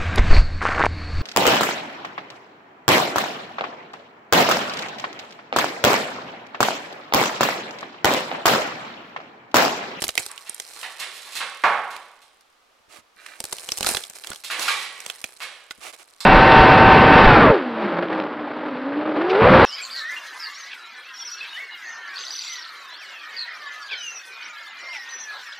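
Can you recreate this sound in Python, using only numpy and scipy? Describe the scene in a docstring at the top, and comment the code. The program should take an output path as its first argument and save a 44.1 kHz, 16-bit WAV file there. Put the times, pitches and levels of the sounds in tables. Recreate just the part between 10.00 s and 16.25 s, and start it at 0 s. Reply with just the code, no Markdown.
"""Sharp snaps and dry crumbling come first, close to the microphones: in an attic, a gloved hand breaks
old plaster and insulation out of the laths. Bursts, short modes and showers of tiny rings make these.
Debris drops through the hole into the bare room below: scattered hits, coloured and drawn out by echoes.
Now and then a sleeve brushes or the glove scrapes, as shaped noise and stick-slip clicks; joists thump
softly as the body leans. Quick attic reflections surround the near work, over a faint bed of air noise."""
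import sys
import numpy as np
from scipy import signal
from scipy.fft import rfft, irfft
from scipy.io import wavfile
from scipy.ndimage import uniform_filter1d

SR = 44100
rng = np.random.default_rng(int(sys.argv[2]) if len(sys.argv) > 2 else 0)


def persist_wave(psi):
    """Save psi, clipped to +-1, as 16-bit WAV."""
    counts = np.round(np.clip(psi, -1, 1) * 32767).astype(np.int16)
    wavfile.write(sys.argv[1], SR, np.atleast_2d(counts).T)


N = 275669
TIME = np.arange(N) / SR
CUTOFF_HZ = 16300   # nothing is kept above this

# Flakes that follow a snap: mean delay, level re the snap, middle pitch
FLAKE_DELAY_S, FLAKE_DB, FLAKE_HZ = .018, -20.5, 8300
LATH_SHARE = 0.414   # the lath knock lies this far from the crack's level towards the joist's
# Pieces snapping at the hand, close by; levels are relative.
# Columns: t/s, crack/dB, treble shelf re crack/dB, joist thump/dB, ring of the piece f/Hz, ring height/dB
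SNAP_EVENTS = [(0.02, 6, -6, 10, 8980, 5), (0.0246, 5.5, -3.5, -22.5, 5060, -1),
               (0.0394, 9, -11, 5.5, 3410, -1.5), (.0422, 4, -3.5, 4.5, 11170, 8),
               (0.0487, -6.5, 4, 1.5, 9970, 2.5), (.068, -8, -15.5, -4, 2170, 9),
               (0.0806, -6.5, 17, -1.5, 7540, 0), (.09, 9, -8.5, 2.5, 2794, 6.5),
               (0.1533, -1, -2, -15.5, 9550, 3), (0.1768, 11.5, -3.5, 11.5, 2299, 20),
               (0.1945, -6.5, 6, 2.5, 10000, 5), (0.1987, -16, 10, -3.5, 7360, 19),
               (0.2631, -2, 3.5, -3.5, 6598, -1), (0.3143, -15, 5, -35, 9040, 12),
               (0.3777, -7, -7, -37.5, 2930, 8), (0.495, -10, 1, -8.5, 8790, 17),
               (.545, -17, 11, -30, 10000, 13), (0.5994, 2, -2.5, -16, 7110, 4),
               (0.813, -11.5, 1.5, -25, 2985, 11), (1.964, -9.5, -1, -19.5, 2425, 10.5),
               (2.409, -28.5, 1.5, -40, 4640, 3.5), (3.2626, -8, -6, -34, 2078, 15),
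               (3.403, -1.5, 1, 4.5, 8680, 8.5), (3.44, 1.5, -2.5, -0.5, 9140, 5.5),
               (3.4525, -6.5, 6, -11, 9580, 1), (3.5253, 4.5, -6, 6, 3560, 2),
               (3.5288, -3, 5.5, -1, 8700, 7), (3.5835, -6, -6.5, -18.5, 3256, 8),
               (3.6886, 2.5, -6.5, -6.5, 2912, 9), (3.7191, 5.5, -7.5, -1, 5560, 15.5),
               (3.773, -4, 3.5, -28, 9200, 7), (3.7779, -2, 3.5, -30, 5920, 3.5),
               (3.7845, -5, 9, -4.5, 8450, 5), (3.8077, 4, 0, 11.5, 3750, 3.5),
               (3.8287, 3, 3, 6.5, 2952, 11), (3.8453, 4.5, -3.5, 9, 1274, 13),
               (3.8633, 6.5, -1, -4.5, 4040, 7), (3.8679, 9.5, 1.5, 12, 1366, 11),
               (3.8892, 8, -4, 11, 9220, 9), (3.912, -4, 13.5, 10.5, 6500, -11.5),
               (3.9475, 8.5, -8, 7, 3414, 4.5), (3.9693, 7, -5.5, 5, 3475, 8.5),
               (4.0371, -8.5, 2.5, -28.5, 3340, 17.5), (4.0983, -12.5, 13, -11, 8600, -0.5),
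               (4.2372, -6.5, -13, -34, 3960, 8), (4.245, 1, -14.5, -24.5, 3990, -10.5),
               (4.271, -1.5, -2.5, -9, 8890, -0.5), (4.3024, -9.5, 6, 3.5, 9230, 7),
               (4.3163, -1.5, -21, -5.5, 1452, 10.5), (4.3316, 3.5, -18, -9.5, 2920, -13.5),
               (4.359, -11.5, 4, -30.5, 3400, 8), (4.5946, 3.5, -10.5, -11.5, 4370, 3.5),
               (5.0027, -8.5, 4.5, -25.5, 2230, 13.5), (5.0625, 1.5, -9, -6, 7640, 5),
               (5.0992, 4, -8.5, -36.5, 2967, 7), (5.215, -19, 11, -37, 8700, 3),
               (5.2411, 0, 1.5, 1, 2406, 13.5), (5.7085, 2.5, -15.5, -44, 1473, 8.5)]


def snaps(crack_db=-2.5, knock_db=-15, thump_db=3, thump_t60=0.03, size=3000):
    """A fracture cracks and rings the piece, knocks the laths, thumps the joist and sheds a flake."""
    out, t = np.zeros((2, N)), np.arange(size) / SR
    for s, db, treble_db, joist_db, ring_hz, ring_db in SNAP_EVENTS:
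        piece = from_db(db + crack_db) * crack(t, treble_db, ring_hz, ring_db)
        piece += from_db(db + PIECE_RING_DB + .5 * ring_db) * piece_ringing(t, ring_hz)
        lath_db = db + LATH_SHARE * (joist_db - db)
        knock = from_db(lath_db + knock_db) * lath_knock(t)
        blow = from_db(joist_db + thump_db) * thump(t, thump_t60)
        add(out, s, piece + knock + blow)

        flake_hz = FLAKE_HZ * 2 ** (rng.random() - .5)
        flake = crack(t, treble_db=-6, ring_hz=flake_hz, ring_db=7.5)
        delay = FLAKE_DELAY_S * (.5 + rng.random())
        add(out, s + delay, from_db(db + FLAKE_DB) * flake)
    return out


# A piece that rings higher dies sooner: reference pitch, its decay, and how decay follows pitch
PIECE_HZ, PIECE_T60_S, T60_OCTAVES_PER_OCTAVE = 3000, 0.0183, -.33
# Basic colour of a crack. Columns: f/Hz, relative level/dB
CRACK_SPECTRUM = [(100, -26.5), (700, -1), (1600, -1), (4000, 3.5), (9500, 0.5), (12500, -5), (16000, -19)]


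def crack(t, treble_db, ring_hz, ring_db, ring_share=0.337, rise_s=0.00031):
    """A fast-opening, decaying noise burst rings the piece in a close pair of resonances."""
    t60 = PIECE_T60_S * (ring_hz / PIECE_HZ) ** T60_OCTAVES_PER_OCTAVE
    opening = (1 - np.exp(-t / rise_s)) * from_db(-60 * t / t60)
    burst = unit_energy(stereo_noise(len(t), NEAR_LIKENESS) * opening)
    width = ring_share * ring_hz
    pair = [(ring_hz, width, ring_db), (1.2 * ring_hz, .5 * width, 0.11 * ring_db)]
    return coloured(burst, CRACK_SPECTRUM, pair, treble_db + 1.5, size=1024)


PIECE_RING_CYCLES, PIECE_RING_DB = 65, -16.5   # cycles to fall 60 dB; base level re the crack
# Modes of a broken piece. Columns: multiple of its pitch, relative level/dB
BROKEN_PIECE_MODES = [(1, 1), (1.38, -3), (2.48, -5)]


def piece_ringing(t, ring_hz):
    """The loose piece rings on for a moment, each mode dying after the same number of cycles."""
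    modes = []
    for multiple, db in BROKEN_PIECE_MODES:
        hz = ring_hz * multiple
        if hz < CUTOFF_HZ:
            modes.append((hz, db, PIECE_RING_CYCLES / hz))
    return ringing(modes, t)


# Modes of the laths. Columns: f/Hz, relative level/dB, t60/s
LATH_MODES = [(378.7, -4, 0.0556), (376.1, -4.5, 0.0833), (518.5, -2.5, 0.056), (571.9, -1.5, 0.068),
              (638, 0, 0.033), (828.2, 2.5, 0.0483), (1004.3, 3.5, 0.023), (1176, -4, 0.0256),
              (1530, 3, 0.013)]


def lath_knock(t):
    """The struck laths sound their short modes, a little detuned at each blow."""
    return ringing(LATH_MODES, t, detune=.06)


# Dull colour of the joist. Columns: f/Hz, relative level/dB
THUMP_SPECTRUM = [(15, -5.5), (40, -5), (80, -5), (140, -6.5), (230, -3.5), (400, -11.5), (1000, -31.5),
                  (4000, -71)]


def thump(t, t60):
    """A dull blow carried by the joist."""
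    blow = stereo_noise(len(t), 0.06) * from_db(-60 * t / t60)
    return coloured(unit_energy(blow), THUMP_SPECTRUM)


# Colour of the crumbs. Columns: f/Hz, relative level/dB
CRUMB_SPECTRUM = [(30, -2.5), (130, -11.5), (260, -4.5), (400, 6.5), (1100, 6.5), (2000, 3.5), (3800, 3),
                  (6000, 1.5), (9500, 4.5), (12500, 0.5), (16000, -18.5)]


def crumbling(per_s=1000, spread_db=3.5, grain_t60=0.007, level_db=-1, count=6, size=400):
    """Crumbs break one by one, more as the hand pulls harder; each size has its own short ring."""
    db = crumbling_db()
    rate = per_s * from_db(0.82 * (db + 44))
    t, out = np.arange(size) / SR, 0
    for hz in np.geomspace(2200, 10500, count):
        tick = stereo_noise(size, NEAR_LIKENESS) * from_db(-60 * t / grain_t60)
        resonance = [(hz, 0.56 * hz, 10)]
        tick = unit_energy(coloured(tick, [(100, 0.0044), (16000, 0.0043)], resonance, size=512))
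        breaks = grains(N, rate / count, spread_db)[None]
        out = out + signal.oaconvolve(breaks, tick, axes=-1)[:, :N]
    return coloured(evened(out, size=2000) * from_db(db + level_db), CRUMB_SPECTRUM)


CRUMBLE_GAIN_DB, TRICKLE_DB_PER_S2 = 5, 10.5   # after a pull the crumbs trickle away, ever faster
CRUSH_RISE_DB_PER_S, CRUSH_FALL_DB_PER_S = 248, 120
# Plaster crumbling under the fingers, one list a pull. Columns: t/s, relative level/dB
CRUMBLE_PULLS = [
    [(0.0, -43.5), (0.11, -55), (0.234, -60.5), (0.404, -52.5), (0.508, -56), (0.668, -49.5), (0.806, -47),
     (0.95, -53.5)],
    [(3.15, -69), (3.242, -69), (3.374, -62.5), (3.462, -50.5), (3.574, -45.5), (3.88, -47), (4.068, -58),
     (4.314, -50), (4.43, -57)],
    [(4.9, -58), (5.084, -50), (5.356, -56), (5.522, -64.5), (5.732, -64.5), (5.902, -57.5), (6.2, -64.5)],
]
# Lumps crushed in the fist. Columns: t/s, relative level/dB
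FIST_CRUSHES = [(0.209, -35), (3.888, -23.5), (4.161, -40.5)]


def crumbling_db():
    """The loudest of the pulls, their trickles and the crushed lumps sets the level at each moment."""
    levels = []
    for rows in CRUMBLE_PULLS:
        pull = np.interp(TIME, *np.transpose(rows), left=-100) + CRUMBLE_GAIN_DB
        since_end = np.maximum(TIME - rows[-1][0], 0)
        levels.append(pull - TRICKLE_DB_PER_S2 * since_end ** 2)
    for s, db in FIST_CRUSHES:
        levels.append(db - np.maximum(CRUSH_RISE_DB_PER_S * (s - TIME), CRUSH_FALL_DB_PER_S * (TIME - s)))
    return np.max(levels, axis=0)


NEAR_LIKENESS = 0.1   # left-right likeness of the close noises before they are placed
# How the work of the hand reaches the microphones. Columns: f/Hz, side re mid level/dB
HAND_WIDTH = [(100, -0.5), (700, -8), (2000, -5.5), (4500, -3.5), (8000, -1)]
# Columns: f/Hz, left re right level/dB
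HAND_PAN = [(100, -4), (1200, -5), (3500, -7), (7000, -1), (13000, -1.5)]


def at_the_hand(x):
    """Close sounds reach both sides alike in the middle range, leaning right; their treble is diffuse."""
    mid = (x[:1] + x[1:]) / 2
    side = coloured((x[:1] - x[1:]) / 2, HAND_WIDTH, size=512)
    left = coloured(mid + side, [(hz, db / 2) for hz, db in HAND_PAN], size=512)
    right = coloured(mid - side, [(hz, -db / 2) for hz, db in HAND_PAN], size=512)
    return np.vstack([left, right])


# Debris landing below; levels are relative. Columns: t/s, scatter time/s, first hit re scatter/dB,
# heavy lump level/dB, chips level/dB, fine grit level/dB
DEBRIS_FALLS = [(.295, 0.0187, 2, 1, -1.5, -30.5), (.459, 0.0052, -6, -20.5, 1, 0.5),
                (.75, 0.041, -21.5, -2, -12.5, 2), (.83, 0.00457, -14.5, 5, 12.5, 0),
                (.992, 0.0074, -4, 0.5, 10, 12.5), (1.015, 0.0036, 4.5, -19.5, 10.5, 4.5),
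                (1.121, 0.23, -19, -7, 0, 8.5), (1.247, .022, -13.5, -0.5, -3, -2.5),
                (1.321, 0.0234, -21, -15.5, -12, 6.5), (1.346, 0.0116, -9, 3, 7, 15.5),
                (1.405, 0.00286, 5.5, 14, 17, -9), (1.6377, 0.021, 10.5, 33, 16, 2),
                (1.905, 0.0324, 0.5, -2, 2.5, 1), (2.218, 0.0051, 11, -15, -25.5, -9.5),
                (4.438, 0.01015, 2.5, -23, -4, 11.5), (4.501, 0.0083, -2.5, -19, 19, 13),
                (4.59, 0.103, -10, 14, 17, 21), (4.681, 0.0102, 0, 9.5, 23, 17),
                (4.96, 0.0641, -11, -6, 2.5, -20.5), (5.404, 0.0127, 5.5, 1.5, 9.5, 3.5),
                (5.418, 0.0049, 0.5, -20.5, 10, 7), (6.205, 0.0084, 6, -2, -14.5, 10)]
# Colours of the three kinds of debris. Columns: f/Hz, relative level/dB
LUMP_SPECTRUM = [(25, -62.5), (90, -35), (180, -21.5), (330, -16.5), (520, -7), (800, 1), (1080, 3),
                 (1500, 0), (2300, -6.5), (3500, -19.5), (6000, -32), (15000, -56.5)]
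CHIP_SPECTRUM = [(40, -55.5), (250, -26), (450, -11), (800, -9), (1150, -5), (2200, 0), (3800, -4.5),
                 (6000, -22), (15000, -51)]
GRIT_SPECTRUM = [(40, -41), (300, -20), (650, -18.5), (2000, -8.5), (3800, -1.5), (6500, -10.5),
                 (9500, -11), (12500, -17.5), (15500, -39.5)]
# Resonances of the hole and the joist bay. Columns: f/Hz, width/Hz, level/dB
BAY_RESONANCES = [(503, 27, -0.5), (775, 64, 0.5), (940, 25.3, 0.5), (1104, 50, 1), (1118.8, 54, 4),
                  (2166, 93, 2)]


def falling_debris(per_s=1200, direct_db=-13, level_db=-1, size=12000):
    """Each handful hits the floor and scatters: lumps thud, chips clatter, grit hisses."""
    t, out = np.arange(size) / SR, np.zeros((2, N))
    for k, spectrum in enumerate([LUMP_SPECTRUM, CHIP_SPECTRUM, GRIT_SPECTRUM]):
        hits = np.zeros((1, N))
        for s, scatter, first_db, *levels_db in DEBRIS_FALLS:
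            fading = np.exp(-t / (2 * max(scatter, .002)))
            shower = unit_energy(grains(size, per_s, 9.7) * fading)
            shower[0] += from_db(first_db - 4.4 * k)   # finer stuff has a weaker leading hit
            add(hits, s, from_db(levels_db[k]) * unit_energy(shower))
        path = room_below()   # each kind has its own pattern of echoes
        path[:, :1] += panned(from_db(direct_db), -2)
        out += signal.fftconvolve(hits, coloured(path, spectrum, BAY_RESONANCES), axes=-1)[:, :N]
    return from_db(level_db) * (out + clangs())


# Chips striking something hard below. Columns: t/s, relative level/dB
CLANG_EVENTS = [(4.5, -1), (4.681, 10.5), (5.416, -14)]
# Modes of that hard thing on the floor. Columns: f/Hz, relative level/dB, t60/s
HARD_THING_MODES = [(1126, 2.5, 0.575), (1209.6, 2.5, 0.39), (1422, 14.5, 0.0484), (1609, 7, 0.196),
                    (1927, -3.5, 0.93), (1948, -3, 0.78), (2057, -6.5, 0.7), (2281, -2.5, 0.716),
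                    (2400, 1.5, 0.495)]


def clangs(ring_db=2.5, swell_s=0.0011):
    """Struck by chips, something hard below swells quickly into its ringing modes."""
    out, t = np.zeros((2, N)), TIME[:SR]
    swell = 1 - np.exp(-t / swell_s)
    ring = panned(ringing(HARD_THING_MODES, t) * swell, -1.6)
    for s, db in CLANG_EVENTS:
        add(out, s, from_db(db + ring_db) * ring)
    return out


# Late decay of the room below. Columns: f/Hz, t60/s
BELOW_T60 = [(150, 0.81), (400, 0.86), (1100, 0.7554), (3000, 0.7682), (9000, 0.61), (15000, 0.01)]
# How its echoes reach the microphones. Columns: f/Hz, left-right likeness
BELOW_LIKENESS = [(100, 1), (800, 0.978), (1600, 0.983), (2500, 0.7), (4500, 0.43), (10000, 0.94)]
# Columns: f/Hz, left re right level/dB
BELOW_PAN = [(100, -4.5), (1400, -3), (2400, -6.5), (4500, -7), (9000, -.5)]


def room_below(early_db=6, early_t60=0.1136, size=40000):
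    """Dense echoes come up through the hole in two decays, the top treble dying first."""
    t, out = np.arange(size) / SR, 0
    hz = np.fft.rfftfreq(size, 1 / SR)
    edges = np.append(0, np.geomspace(150, SR / 2, 15))
    for low, high in zip(edges, edges[1:]):
        centre = (low + high) / 2
        noise = stereo_noise(size, at_hz(BELOW_LIKENESS, centre))
        band = irfft(rfft(noise) * ((hz >= low) & (hz < high)), size)
        late = from_db(-60 * t / at_hz(BELOW_T60, centre))
        early = from_db(early_db - 8.0 - 60 * t / early_t60)
        echoes = panned(unit_energy(band * (late + early)), at_hz(BELOW_PAN, centre))
        out = out + echoes * np.sqrt(2 * (high - low) / SR)   # equal energy per Hz
    return out


# Sleeve and glove brushing the timber. Columns: start t/s, length/s, relative peak level/dB
BRUSH_STROKES = [(2.885, 0.128, -53), (3.17, 0.259, -56.5), (4.262, 0.0623, -50), (4.56, 0.099, -39),
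                 (5.8, 0.1203, -44.5), (5.925, 0.0323, -48), (5.975, 0.0608, -54)]
# Colour of the cloth. Columns: f/Hz, relative level/dB
CLOTH_SPECTRUM = [(40, -42), (170, -19.5), (320, -4.5), (600, 5.5), (1300, 0.5), (2500, 3.5), (5000, -2),
                  (10000, -3), (15500, -20.5)]
# Resonances of the brushed timber. Columns: f/Hz, width/Hz, level/dB
TIMBER_RESONANCES = [(323.7, 99, 8), (593, 29, 4.5), (1254, 194, 7.5), (1490, 72, 0), (2260, 247, 3.5),
                     (2812, 135, 3.5)]


def sleeve(level_db=10, catches_per_s=700, smooth_share=0.357):
    """Cloth fibres catch and slip on rough wood and set it sounding."""
    level = strokes(BRUSH_STROKES, skew=1.083, sharpness=0.804) * from_db(level_db)
    catches = signal.lfilter([1], [1, -.9], np.abs(grains(N, catches_per_s, 1.1)))
    rub = stereo_noise(N, 0.435) * (smooth_share + 0.37 * catches)
    return panned(coloured(evened(rub, size=3000) * level, CLOTH_SPECTRUM, TIMBER_RESONANCES), -7)


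# The glove scraping into place on the laths. Columns: start t/s, length/s, peak level before panning/dB
GLOVE_SCRAPES = [(3.168, 0.079, -49.5), (3.24, 0.139, -46)]
# Resonances of the scraped plaster edge. Columns: f/Hz, relative level/dB, t60/s
PLASTER_EDGE_MODES = [(1277, 1, 0.018), (1495, 0, 0.043), (1957, 1.5, 0.0162), (2380, -2.5, 0.034),
                      (2734, -2, 0.0203), (3980, 7, 0.0049)]


def glove(slips_per_s=450, spread_db=4, size=2500):
    """The rubber palm sticks and slips on the plaster edge; each slip rings the edge."""
    edge = ringing(PLASTER_EDGE_MODES, np.arange(size) / SR)
    slips = grains(N, slips_per_s, spread_db)[None]
    rub = signal.oaconvolve(slips, edge, axes=-1)[:, :N]
    return panned(evened(rub, size=1500) * strokes(GLOVE_SCRAPES, skew=0.76, sharpness=0.52), -6.0)


def strokes(rows, skew, sharpness):
    """Each stroke speeds up and slows down in one arch."""
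    level = 0
    for s, length, db in rows:
        progress = np.clip((TIME - s) / length, 0, 1)
        level = level + from_db(db) * np.abs(np.sin(np.pi * progress ** skew)) ** sharpness
    return level


# Weight shifting on the joists. Columns: t/s, relative level/dB
WEIGHT_SHIFTS = [(2.7, -26), (2.8, -20.5), (2.881, -12), (2.985, -10), (3.16, -19), (4.936, -22),
                 (5.782, -9), (5.869, -11)]


def shifting_weight(t60=0.098, level_db=3, size=12000):
    """The joists answer softly as the body leans."""
    out = np.zeros((2, N))
    for s, db in WEIGHT_SHIFTS:
        add(out, s, from_db(db + level_db) * thump(np.arange(size) / SR, t60))
    return out


def attic(x, near_db=-16, near_t60=0.069, far_db=-21, far_t60=0.46, size=16000):
    """Quick reflections between the joists, then a faint tail under the roof."""
    t, echoes = np.arange(size) / SR, 0
    for db, t60 in [(near_db, near_t60), (far_db, far_t60)]:
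        tail = stereo_noise(size, 0.76) * from_db(-60 * t / t60) * (t > .002)
        echoes = echoes + from_db(db) * unit_energy(tail)
    return x + signal.fftconvolve(x, echoes, axes=-1)[:, :N]


# Colour of the air. Columns: f/Hz, relative level/dB
AIR_SPECTRUM = [(25, -10.5), (90, -16.5), (150, -18.5), (300, -11), (550, -6), (900, -6), (1200, -5.5),
                (1600, -8), (4000, -13), (14000, -29), (16000, -35)]


def air(level_db=-60):
    """Steady coloured noise with one broad resonance lies behind everything."""
    noise = coloured(stereo_noise(N, 0.27), AIR_SPECTRUM, [(1160, 180, 3.5)])
    return panned(from_db(level_db) * np.sqrt(N) * unit_energy(noise), -1)


def from_db(db):
    """Amplitude ratio of a level in dB."""
    return np.exp(np.asarray(db) * (np.log(10) / 20))


def unit_energy(x):
    """Scale so that the mean channel holds energy 1."""
    return x / np.sqrt(np.mean(np.sum(x ** 2, axis=-1)) + 1e-20)


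def at_hz(points, hz):
    """Read a table on a log-frequency axis."""
    f, value = np.transpose(points)
    return np.interp(np.log(np.maximum(hz, 1)), np.log(f), value)


def add(out, s, sound):
    """Mix a sound in at time s."""
    i = max(0, round(s * SR))
    out[..., i:i + sound.shape[-1]] += sound[..., :max(0, N - i)]


def panned(x, pan_db):
    """Set left re right level at constant power; negative leans right."""
    sides = from_db(np.array([[.5], [-.5]]) * pan_db)
    return x * sides / np.sqrt(np.cosh(pan_db * np.log(10) / 20))


def stereo_noise(size, likeness):
    """Two white noises that share a part."""
    c = np.clip(likeness, -.99, .99)
    mid, side = rng.standard_normal((2, size))
    return np.sqrt((1 + c) / 2) * mid + np.sqrt((1 - c) / 2) * side * np.array([[1], [-1]])


def coloured(x, spectrum, peaks=(), shelf_db=0, size=4096):
    """Causal (minimum-phase) filter from a spectrum, resonance peaks and a treble shelf."""
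    hz = np.fft.rfftfreq(size, 1 / SR)
    db = at_hz(spectrum, hz) + shelf_db * at_hz([(3500, 0), (7500, 0.711)], hz)
    for centre, width, peak_db in peaks:
        db = db + peak_db / (1 + (2 * (hz - centre) / width) ** 2)
    # folding the cepstrum forward in time gives the minimum phase
    cepstrum = irfft(db * np.log(10) / 20)
    cepstrum[1:size // 2] *= 2
    cepstrum[size // 2 + 1:] = 0
    response = irfft(np.exp(rfft(cepstrum)))
    return signal.fftconvolve(x, response[None], axes=-1)[:, :x.shape[-1]]


def grains(size, per_s, spread_db):
    """Random clicks of either sign, many small and a few large."""
    born = rng.random(size) < per_s / SR
    strength = rng.exponential(1, size)[born]
    sign = np.sign(rng.random(size)[born] - .5)
    clicks = np.zeros(size)
    clicks[born] = sign * from_db(spread_db * np.minimum(strength, 3.5))
    return clicks


def evened(x, size):
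    """Hold the running power near 1, keeping the fine grain."""
    power = uniform_filter1d(np.mean(x ** 2, axis=0), size)
    return x / np.sqrt(np.maximum(power, 1e-9))


def ringing(modes, t, detune=0):
    """Decaying sines of a struck body, energy 1, with slightly different phases at each side."""
    out = 0
    for hz, db, t60 in modes:
        turn = 2 * np.pi * hz * (1 + detune * rng.normal()) * t
        wave = np.sin(turn + rng.normal(0, 0.4, (2, 1))) * rng.choice([-1, 1])
        out = out + from_db(db - 60 * t / t60) * wave
    return unit_energy(out)


def scene():
    """Near work in the attic, debris in the room below, and the air behind."""
    hand = at_the_hand(snaps() + crumbling())
    close_by = hand + sleeve() + glove() + shifting_weight()
    return attic(close_by) + falling_debris() + air()


def record(dry):
    """The highest peaks are rounded and the top is cut."""
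    rounded = 1.1718 * np.tanh(dry / 1.2114)
    lowpass = signal.ellip(10, .2, 90, CUTOFF_HZ, fs=SR, output="sos")
    return signal.sosfilt(lowpass, rounded)


dry = scene()
out = record(dry)
persist_wave(out)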